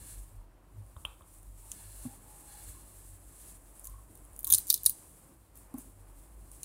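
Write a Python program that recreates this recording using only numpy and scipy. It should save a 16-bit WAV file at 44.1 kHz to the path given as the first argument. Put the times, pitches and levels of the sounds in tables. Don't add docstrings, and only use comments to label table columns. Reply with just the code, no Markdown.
import sys
import numpy as np
from scipy import signal
from scipy.fft import rfft, irfft
from scipy.io import wavfile
from scipy.ndimage import uniform_filter1d, map_coordinates

SR = 44100
rng = np.random.default_rng(int(sys.argv[2]) if len(sys.argv) > 2 else 0)


def int16_out(signal):
    q = np.round(np.clip(np.atleast_2d(signal).T, -1, 1) * 32767)
    wavfile.write(sys.argv[1], SR, q.astype(np.int16))


def undo_db(level):
    steps = np.asarray(level, float) / 20
    return 10 ** steps


N = 293132

# (time [s], shell pitch [factor], shell level [dB], hollow level [dB], thump level [dB])
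TICK_EVENTS = [
    (0.965, 1.16, -46.5, -43, -39),
    (1.0496, 0.99, -13.5, -35, -41.5),
    (1.0525, 0.58, -42, -71, -72),
    (1.209, 0.82, -64, -48, -49),
    (1.22, 1.12, -49, -54, -71),
    (2.679, 1.0, -85, -80, -42.5),
    (4.31, 1.0, -85, -80, -45.5),
    (5.555, 1.1, -85, -70, -55),
    (1.7163, 0.98, -36.5, -55, -79),
    (6.6318, 0.88, -40.5, -76, -70),
]


def curves(table):
    s, *columns = np.transpose(table)
    return [np.interp(np.arange(N) / SR, s, c) for c in columns]


def unit(x):
    return x / np.sqrt(np.mean(x ** 2))


def band(x, hz, width, order=1):
    edges = [hz - width / 2, min(hz + width / 2, .45 * SR)]
    return signal.sosfilt(signal.butter(order, edges, "band", fs=SR, output="sos"), x)


def decay(t, t60_s):
    return np.exp(-np.log(1000) * t / t60_s)


def ring(hz, t60_s, rise_s=0.00087):
    t = np.arange(SR // 4) / SR
    return np.sin(2 * np.pi * hz * t) * decay(t, t60_s) * (1 - np.exp(-t / rise_s))


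def add(out, s, x):
    i = int(s * SR)
    out[i:i + len(x)] += x[:N - i]


def walk(rate_hz):
    hold = int(SR / rate_hz)
    steps = rng.standard_normal(N // 256)[np.arange(N) // hold]
    return unit(uniform_filter1d(steps, hold))


def swells(table):
    s, db, rise, fall = np.transpose(table)[:, :, None]
    late = np.arange(0, N, 64) / SR - s
    ramp_db = np.where(late < 0, rise * late, -fall * late)
    power = undo_db(2 * (db + ramp_db)).sum(axis=0)
    return np.repeat(10 * np.log10(power), 64)[:N]


def tail(t60_s):
    t = np.arange(SR // 2) / SR
    x = rng.standard_normal(len(t)) * decay(t, t60_s) * (1 - np.exp(-t / 0.0039))
    return x / np.sqrt(np.sum(x ** 2))


def hum(hz, table, waver, flutter_db):
    judder_db = 2.2
    level_db = swells(table) + flutter_db * walk(12) + judder_db * walk(24)
    phase = 2 * np.pi * np.cumsum(hz * (1 + waver * walk(16))) / SR
    return np.sqrt(2) * undo_db(level_db) * np.sin(phase)


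def air():
    # (time [s], level [dB])
    air_level = [(0.0, -62), (0.57, -64), (0.94, -63), (1.63, -63), (2.11, -60.5), (3.41, -61.5),
                 (3.92, -61.5), (5.24, -61.5), (5.48, -64), (5.77, -58.5), (5.9, -62), (6.64, -61.5)]
    # (frequency [Hz], density [dB per Hz])
    air_colour = [(35, -18), (60, -4), (70, -8.5), (102, -12), (123, -10.5), (200, -15.5), (223, -20),
                  (299, -12.5), (442, -21.5), (493, -20), (653, -20), (717, -22), (1090, -22.5),
                  (1340, -28.5), (2500, -37), (3250, -43.5), (5500, -120)]
    hz, db = np.transpose(air_colour)
    f = np.maximum(np.arange(N // 2 + 1) * SR / N, 1)
    spectrum = rfft(rng.standard_normal(N)) * undo_db(np.interp(np.log(f), np.log(hz), db))
    low_share = 1 / (1 + (f / 350) ** 4)
    lows = irfft(spectrum * low_share, N) * undo_db(2.2 * walk(14))
    mids = irfft(spectrum * (1 - low_share), N) * undo_db(1.1 * walk(14))
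    broad = lows + mids
    return broad / np.std(band(broad, 773, 1468, order=2)) * undo_db(curves(air_level)[0])


def rustle():
    # (time [s], peak level [dB], rise [dB/s], fall [dB/s])
    rubs = [(.1, -51, 32, 84), (.87, -71.5, 30, 31), (1.0, -64.5, 170, 39), (1.36, -60, 73, 65),
            (1.74, -53, 71, 48), (2.04, -54, 32, 61), (2.35, -58.5, 67, 36), (2.54, -55, 67, 26),
            (2.72, -58.5, 30, 120), (3.05, -60.5, 30, 45), (3.39, -60, 122, 21), (3.51, -56, 27, 130),
            (3.87, -60, 39, 46), (4.17, -62.5, 86, 38), (4.4, -62.5, 87, 31.5), (4.53, -45.5, 211, 90.5),
            (4.72, -59, 46.5, 27), (4.87, -54, 62, 98.5), (5.01, -59, 68.5, 36.5), (5.57, -60, 498.5, 108),
            (5.8, -58, 196, 69.5), (6.18, -65, 45, 31.5), (6.55, -58.5, 67, 3)]
    # (frequency [Hz], width [Hz], level [dB])
    cloth = [(9310, 3420, 1), (3120, 5600, 1), (13500, 3500, 1.5)]
    dull_floor_db, dull_db, bright_follow, bright_db = -80, -14, 0.73, -6
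    burst_db = 2.0 * np.minimum(rng.exponential(size=N), 6)
    grains = rng.standard_normal((3, N)) * undo_db(burst_db + 1.2 * walk(40) + 0.67 * walk(18))
    db = swells(rubs)
    dull_gain = np.hypot(undo_db(dull_floor_db), undo_db(db + dull_db))
    bright_gain = undo_db(bright_db - 62.5 + bright_follow * (db + 61.0))
    out = np.zeros(N)
    for grain, gain, (hz, width, part_db) in zip(grains, (undo_db(db), dull_gain, bright_gain), cloth):
        out += gain * unit(band(grain, hz, width, order=2)) * undo_db(part_db)
    return out


def slides():
    # (time [s], peak level [dB], rise [dB/s], fall [dB/s])
    strokes = [
        (.12, -65, 35, 140.5),
        (1.78, -66, 196, 34),
        (2.03, -67, 40, 86),
        (2.36, -77, 100, 50),
        (2.51, -63.5, 250, 30.5),
        (2.57, -73.5, 200, 35),
        (2.7, -77, 40, 200),
        (3.45, -72.5, 63, 85),
        (6.52, -78, 49.5, 20),
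    ]
    # (frequency [Hz], width [Hz], level [dB])
    table_top = [(1714, 130, -4.5), (2225, 87, -12.5), (2760, 180, -8.5), (3470, 170, -10.5),
                 (4130, 260, -4)]
    rub = rng.standard_normal(N) * undo_db(swells(strokes) + 1.0 * walk(30))
    return sum(undo_db(db) * band(rub, hz, width) * np.sqrt(SR / 4 / width) for hz, width, db in table_top)


def rumble():
    # (time [s], peak level [dB], rise [dB/s], fall [dB/s])
    rumble_swells = [(.19, -43.5, 89, 100), (.38, -42.5, 305, 252), (.65, -58, 500, 202),
                     (.85, -56, 33, 46), (1.069, -48, 598, 125), (1.5, -49, 73, 53), (1.96, -48.5, 86, 61),
                     (2.35, -49.5, 180, 288), (2.48, -56, 298, 158), (2.66, -48, 182, 102),
                     (2.85, -55, 143, 422), (3.16, -53, 44, 65), (3.52, -58.5, 58, 39.5),
                     (3.92, -50, 87, 99), (4.33, -51.5, 175, 103.5), (4.9, -57, 2, 198.5),
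                     (5.12, -61, 59, 39.5), (5.37, -57, 403, 146.5), (5.76, -55, 40.5, 25),
                     (6.07, -53.5, 83, 27), (6.39, -51.5, 169, 22)]
    # (time [s], frequency [Hz])
    rumble_hz = [(0.0, 50.86), (0.3, 41.6), (0.6, 41.68), (0.75, 47.84), (6.65, 47.7)]
    return hum(curves(rumble_hz)[0], rumble_swells, waver=.06, flutter_db=1.2)


def sings():
    # (start [s], length [s], frequency [Hz], level [dB])
    tones = [
        (0.352, 0.14, 920, -72),
        (1.582, 0.15, 900, -69.5),
        (1.785, .04, 860, -66),
        (2.04, 0.13, 810, -63),
        (2.2, 0.32, 840, -65),
        (2.401, 0.29, 825, -63),
        (2.701, 0.14, 1087, -67),
        (3.801, 0.26, 1092, -65),
        (4.462, 0.053, 1090, -57),
    ]
    out = np.zeros(N)
    for s, length_s, hz, db in tones:
        tone = unit(band(rng.standard_normal(SR), hz, width=55))[:int(length_s * SR)]
        add(out, s, undo_db(db) * tone * np.sqrt(np.hanning(len(tone))))
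    return out


def drone():
    # (time [s], peak level [dB], rise [dB/s], fall [dB/s])
    drone_swells = [(.41, -59.5, 15, 108), (.78, -54, 192, 123), (.98, -57, 380, 496),
                    (1.05, -64, 498, 300), (1.57, -67, 15, 52), (1.87, -56, 198, 93),
                    (2.07, -52.5, 165, 224), (2.35, -75, 120, 68), (2.98, -60.5, 17, 275),
                    (3.13, -57.5, 230, 68), (3.95, -64, 55, 89), (4.851, -64.5, 6.5, 93),
                    (6.201, -65.5, 10, 102), (6.42, -57, 163, 82), (6.65, -68, 107, 94)]
    return hum(95.5, drone_swells, waver=0.0358, flutter_db=3.7)


def hooks():
    # (time [s], peak level [dB], 13 kHz, 7 kHz, 4 kHz rings [dB over the 9 kHz ring])
    first_tug = [(4.4453, -17, 4.5, -14, -17), (4.4523, -32.5, -0.5, -13, -30),
                 (4.4698, -20, 9, -13.5, -17), (4.4714, -32.5, -4, 2.5, -11.5), (4.4754, -22, 2, -8.5, -39),
                 (4.4816, -31, 22.5, 9, -14.5), (4.4899, -31.5, 7.5, 0.5, -17.5),
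                 (4.4961, -36, 7, -16.5, -28), (4.498, -50.5, 4.5, 1.5, -18),
                 (4.5019, -11.5, 5, -12.5, -12), (4.5057, -12, 9, -9.5, -26.5), (4.5077, -26, 2, 0.5, -9.5),
                 (4.5096, -20.5, 10.5, -11.5, -16), (4.5147, -21, 17.5, -11, -19),
                 (4.5189, -29, 1, -23.5, -19.5), (4.5205, -14.5, 0.5, -11.5, -21.5),
                 (4.5243, -3.5, 5.5, -5.5, -19.5), (4.5261, -16, 4.5, 8.5, -3), (4.5287, -12, 4, -15, -22),
                 (4.5315, -20.5, -14.5, -5, -16.5), (4.5374, -2.5, -13.5, -12, -20.5),
                 (4.5446, -25.5, 10, -3, 9.5), (4.5467, -9, 3.5, -8, -30), (4.55, -12, -20, -6.5, -23),
                 (4.5576, -33, 1, 9.5, -5), (4.5634, -42, -6, -8, -4.5), (4.5657, -35, -8.5, -16.5, -14.5),
                 (4.5703, -39, -6, 6.5, -6.5), (4.5722, -44, 4, -8, -2), (4.574, -37, -15.5, 0, -20),
                 (4.5757, -35.5, 2.5, -12, -15.5), (4.5777, -34.5, -16.5, -10.5, -14.5),
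                 (4.5804, -18, -22, -13, -14), (4.5841, -14, 6, -24, -25.5),
                 (4.5916, -25.5, 25.5, -4.5, -3), (4.5983, -46, -0.5, -19, -13.5),
                 (4.601, -37.5, 18.5, 9.5, -6), (4.603, -34.5, -5, -12, -26)]
    second_tug = [(4.6699, -31.5, 1, -8, -26), (4.674, -35.5, -7, -8, -19.5), (4.676, -39, 20.5, -5.5, -10),
                  (4.68, -33, 1, -7, -24), (4.6819, -50.5, -1.5, -9, -18), (4.685, -27, 4, -8, -20.5),
                  (4.6916, -33, -2, -8.5, -14), (4.693, -30, 14.5, -10, -3), (4.6981, -28, 0, -5, -15),
                  (4.7013, -8.5, -1, -9, -7), (4.7041, -5, 29.5, 2.5, 3), (4.709, -25.5, 8.5, 8, 5),
                  (4.7174, -35.5, -15, -7.5, -15), (4.7192, -47, -3, -6, -3), (4.7276, -14, 5, -24, -37.5),
                  (4.7337, -33.5, 7, -9, 5), (4.7358, -36, -11, -9.5, -13.5),
                  (4.7415, -10, 2.5, -10.5, -13), (4.744, -33, 5.5, -9, -0.5),
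                  (4.7488, -38.5, 8, 9.5, -0.5), (4.7586, -38.5, -0.5, 2.5, -2.5),
                  (4.7627, -31.5, 11.5, -2.5, -14), (4.7643, -43, 6, 0.5, -6.5),
                  (4.7771, -30, 5, -6.5, -11.5), (4.781, -52.5, -5, -11.5, -6),
                  (4.7873, -48, -11.5, -17, -20)]
    third_tug = [(4.8337, -24, 5.5, -15, -28), (4.8351, -47, -4, -9.5, -10.5), (4.843, -30.5, 9.5, 5, -9.5),
                 (4.854, -25, 5.5, -3, -9), (4.855, -50, -7.5, -6, 5), (4.8597, -30, -3, -15, 1.5),
                 (4.861, -6, 2, -9, -16.5), (4.8628, -2, -20, -24.5, -17), (4.8682, -15, -2.5, -27, -26),
                 (4.877, -30.5, 13.5, -5, -4), (4.8802, -32, -16, -27, -14.5),
                 (4.8866, -39, -16.5, -22.5, -13.5), (4.8909, -36, -7.5, -8.5, -24),
                 (4.8957, -12.5, 8.5, -20, -21.5), (4.9027, -32, 0, -19, -21),
                 (4.907, -38.5, -11, -19, -25)]
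    edge_lift = [(4.332, -44, -14, -16.5, -28), (4.3633, -37, -3, -17, -40), (4.3643, -47, -12, 0.5, -22),
                 (4.377, -47, 3, -26, -26), (4.387, -47, -24, -26, -41), (4.3912, -27.5, 3, -19, -38),
                 (4.3927, -40.5, -4.5, -1, -26), (4.3983, -39.5, 12.5, -19.5, -21),
                 (4.4068, -35.5, 0.5, -21.5, -36.5), (4.4308, -33, 10, -10.5, -34)]
    feeling = [(3.796, -34, -9, -25, -38), (3.8105, -50, -22, -20, -22), (3.8131, -47, -26, -22, -37),
               (3.838, -45, 5, -6, -22), (3.8434, -40, -5, -4, -24), (3.8458, -37.5, 3, -6, -30),
               (3.854, -31, 6, -10, -33), (3.8608, -44, 6, -23, -28), (3.8708, -30.5, 6, 0, -16),
               (3.873, -35.5, -7, -4, -32), (3.8973, -40, 7, -11, -28)]
    stray = [(0.865, -51, -8, -14, -35), (1.34, -49, -4, -16, -35), (1.385, -48, -2, -14, -35),
             (1.43, -48, -2, -10, -30), (1.0522, -33.5, -5, -17, -35), (1.7168, -27, -7, 1.5, -20),
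             (4.154, -40.5, 1, -13, -21), (4.175, -44, 3, -12, -30), (4.251, -42.5, -27, -29, -34),
             (4.8967, -17, 6, -9, -22), (5.556, -43, 4.5, -9, -27), (5.574, -40, 6, -15, -31),
             (5.7407, -43.5, -1, -12, -17), (5.778, -45, -3, -14, -35), (5.8, -54, -5, -14, -35),
             (5.7826, -40, 1, -7, -35), (5.7848, -33.5, 7, -15, -39), (5.792, -42, -5, -20, -38),
             (6.5159, -37, -10, -14, -39), (6.6321, -26.5, -8.5, -5.5, -15.5)]
    # (frequency [Hz], width [Hz], level [dB], lag [s], burst length [s])
    hook_rings = [(9740, 1600, -0.5, 0.0, 0.00027), (13320, 3000, -0.5, 0.00026, 0.00031),
                  (6930, 1730, -0.5, 0.00018, 0.00035), (5000, 1900, 2.5, 0.00092, 0.00053),
                  (4180, 1020, -3, 0.0026, 0.00093)]
    # (time [s], 5 kHz ring [dB], 4 kHz ring pitch [factor], lingering ring [dB])
    strap = [(1.7, -8, 0.79, -20), (3.8, -9, 1.0, -20.5), (4.44, -14, 0.93, -18), (4.515, -11.5, 0.87, -6),
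             (4.53, -0.5, 0.87, -12), (4.56, 1.5, 1.02, -15.5), (4.585, -5.5, 1.01, -8.5),
             (4.7, 1, 1, -15.5), (4.78, -1, 0.95, -15), (4.83, -0.5, 1.0, -16), (4.87, -3.5, 1.03, -18),
             (6.6, -7, 1.0, -23)]
    linger_t60_s, strap_send_db = 0.04, -4
    send_wider = 1.4

    out, send, t = np.zeros(N), np.zeros(N), np.arange(600) / SR
    rows = first_tug + second_tug + third_tug + edge_lift + feeling + stray + swarms()
    chance = rng.standard_normal((len(rows), len(hook_rings), len(t)))
    s, peak_db, db_13k, db_7k, db_4k = np.transpose(rows)
    base_db = peak_db - np.maximum(0, np.maximum(db_13k, db_7k))
    mid_db, pitch, linger_db = (c[(s * SR).astype(int)] for c in curves(strap))
    shares_db = (0, db_13k, db_7k, db_4k + mid_db, db_4k)
    fade = decay(t, linger_t60_s) * np.hanning(2 * len(t))[len(t):]
    impulse = 1. * (t == 0)

    for k, ((hz, width, db, lag, length), share_db) in enumerate(zip(hook_rings, shares_db)):
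        lowest = k == len(hook_rings) - 1
        gains = undo_db(base_db + share_db + db)
        bursts = band(chance[:, k] * t * np.exp(-t / length), hz, width, order=3)
        bursts /= np.abs(bursts).max(axis=1, keepdims=True)
        even = unit(band(impulse, hz, send_wider * width, order=2))
        lingers = unit(band(chance[:, k], hz, 700)) * fade * undo_db(linger_db)[:, None]
        for start, gain, burst, linger, p in zip(s - .0005 + lag, gains, bursts, lingers, pitch):
            add(send, start, gain * np.std(burst) * even * undo_db(strap_send_db * lowest))
            if lowest:
                burst = map_coordinates(burst + linger, [p * t * SR])
            add(out, start, gain * burst)

    jolt = undo_db(1.5) * ring(2900, 0.0061, 0.00026) + undo_db(-1) * ring(1700, 0.0061)
    jolt += undo_db(-7.0) * ring(1100, .012) + undo_db(-5.5) * ring(310.0, 0.016) + undo_db(-7.0) * ring(200, 0.015)
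    for start, db in zip(s, peak_db):
        add(out, start, undo_db(db - 31.0) * jolt)
        add(send, start, undo_db(db - 33.5) * jolt)
    return out, send


def ticks():
    # (frequency [Hz], level [dB], t60 [s])
    plastic = [(2400, -13, 0.0048), (2746, -1, 0.0087), (2874, 1.5, 0.0056), (3170, -9, 0.021),
               (3400, -23, 0.034), (3580, -19.5, 0.012)]
    hollow = ring(1076, 0.019, 0.00079) + undo_db(2.5) * ring(610, 0.017, 0.0026)
    hollow += undo_db(3.5) * ring(1190, 0.0084, 0.00099) + undo_db(-9) * ring(1300, 0.0051, 0.00046)
    thump = ring(75.5, 0.14, 0.0015)
    out = np.zeros(N)
    for s, pitch, shell_db, hollow_db, thump_db in TICK_EVENTS:
        shell = np.zeros(SR // 4)
        for k, (hz, db, t60_s) in enumerate(plastic):
            shell += (-1) ** k * undo_db(db) * ring(pitch * hz, t60_s, 0.0012)
        shell = band(shell, pitch * 3050, 2100, order=2)
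        add(out, s, undo_db(shell_db) * shell + undo_db(hollow_db) * hollow + undo_db(thump_db) * thump)
    return out


def tick_room():
    # (frequency [Hz], width [Hz], level [dB])
    wall_bands = [(3060, 1270, -42), (1080, 650, -21.5)]
    out, click = np.zeros(N), 1. * (np.arange(600) == 0)
    for s, _, shell_db, hollow_db, _ in TICK_EVENTS:
        for db, (hz, width, room_db) in zip((shell_db, hollow_db), wall_bands):
            add(out, s, undo_db(db + room_db) * unit(band(click, hz, width, order=4)))
    return out


def knocks():
    # (time [s], level [dB], frequency [Hz], t60 [s], low mode [dB])
    hits = [
        (2.051, -31, 252, 0.23, -0.5),
        (5.7407, -25.5, 260.4, 0.076, -24),
        (5.778, -36, 264, 0.091, -18),
    ]
    thuds_db = [-20, -21.5, -18]
    mute_after_s, mute_takes_s, mute_db = .023, .005, -13
    t = np.arange(SR // 4) / SR
    palm = undo_db(mute_db * np.clip((t - mute_after_s) / mute_takes_s, 0, 1))
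    thud = undo_db(-2.0) * ring(420, 0.0066) + ring(630, 0.033) + ring(812, 0.058) + ring(1077, 0.038)
    out = np.zeros(N)
    for (s, db, hz, t60_s, low_db), thud_db in zip(hits, thuds_db):
        board = ring(hz, t60_s, 0.0046) + undo_db(-23) * ring(hz, 0.047, 0.0044)
        board -= undo_db(low_db) * ring(129.0, 0.12, 0.014)
        add(out, s, undo_db(db) * (palm * board + undo_db(thud_db) * thud))
    return out


def swarms():
    # (start [s], length [s], first level [dB], last level [dB])
    spells = [
        (3.851, 0.035, -52, -54),
        (4.473, 0.034, -45, -39),
        (4.504, 0.052, -29, -29.5),
        (4.554, 0.039, -36, -43),
        (4.711, 0.036, -36.5, -40.5),
        (4.87, 0.044, -35, -39),
    ]
    scatter_db, rings_db = 3.5, (-3.5, -10, -17.5)
    rows = []
    for s, length_s, first_db, last_db in spells:
        for place in rng.random(7):
            levels_db = np.array([first_db + (last_db - first_db) * place, *rings_db])
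            rows.append((s + length_s * place, *(levels_db + scatter_db * rng.standard_normal(4))))
    return rows


def scene():
    # (lag [s], level [dB])
    bounces = [(.0016, -14), (.0037, -15.5), (.0065, -21.5)]
    room_t60_s, room_db, late_t60_s, late_db = 0.099, -13.5, 0.38, -17
    late_top_hz = 6500
    tick_room_db, tick_boom_db, knock_room_db = -26, -12, -15

    (snaps, send), tick, knock = hooks(), ticks(), knocks()
    late = tail(late_t60_s)
    dull_late = signal.lfilter(*signal.butter(1, late_top_hz, fs=SR), late)
    echo = undo_db(room_db) * tail(room_t60_s) + undo_db(late_db) * dull_late
    for lag_s, db in bounces:
        echo[int(lag_s * SR)] += undo_db(db)

    far = undo_db(tick_room_db) * tick + undo_db(tick_boom_db) * band(tick, 1400, 1430, order=2)
    far += tick_room() + undo_db(knock_room_db) * knock
    wet = signal.fftconvolve(send, echo)[:N] + signal.fftconvolve(far, late)[:N]
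    steady = air() + rustle() + slides() + rumble() + sings() + drone()
    return (snaps + tick + knock + wet + steady)[None]


def band_limit(x):
    return signal.sosfilt(signal.butter(12, 16820, fs=SR, output="sos"), x)


def record(dry):
    top_hz, skirt_db = 15750, 24
    rounded = np.tanh(1.05 * dry) / 1.05
    bass_cut = signal.butter(2, 24, "high", fs=SR, output="sos")
    top_cut = signal.ellip(6, .3, skirt_db, top_hz, fs=SR, output="sos")
    mix = signal.sosfilt(np.vstack([bass_cut, top_cut]), rounded)
    return band_limit(mix)


dry = scene()
out = record(dry)
int16_out(out)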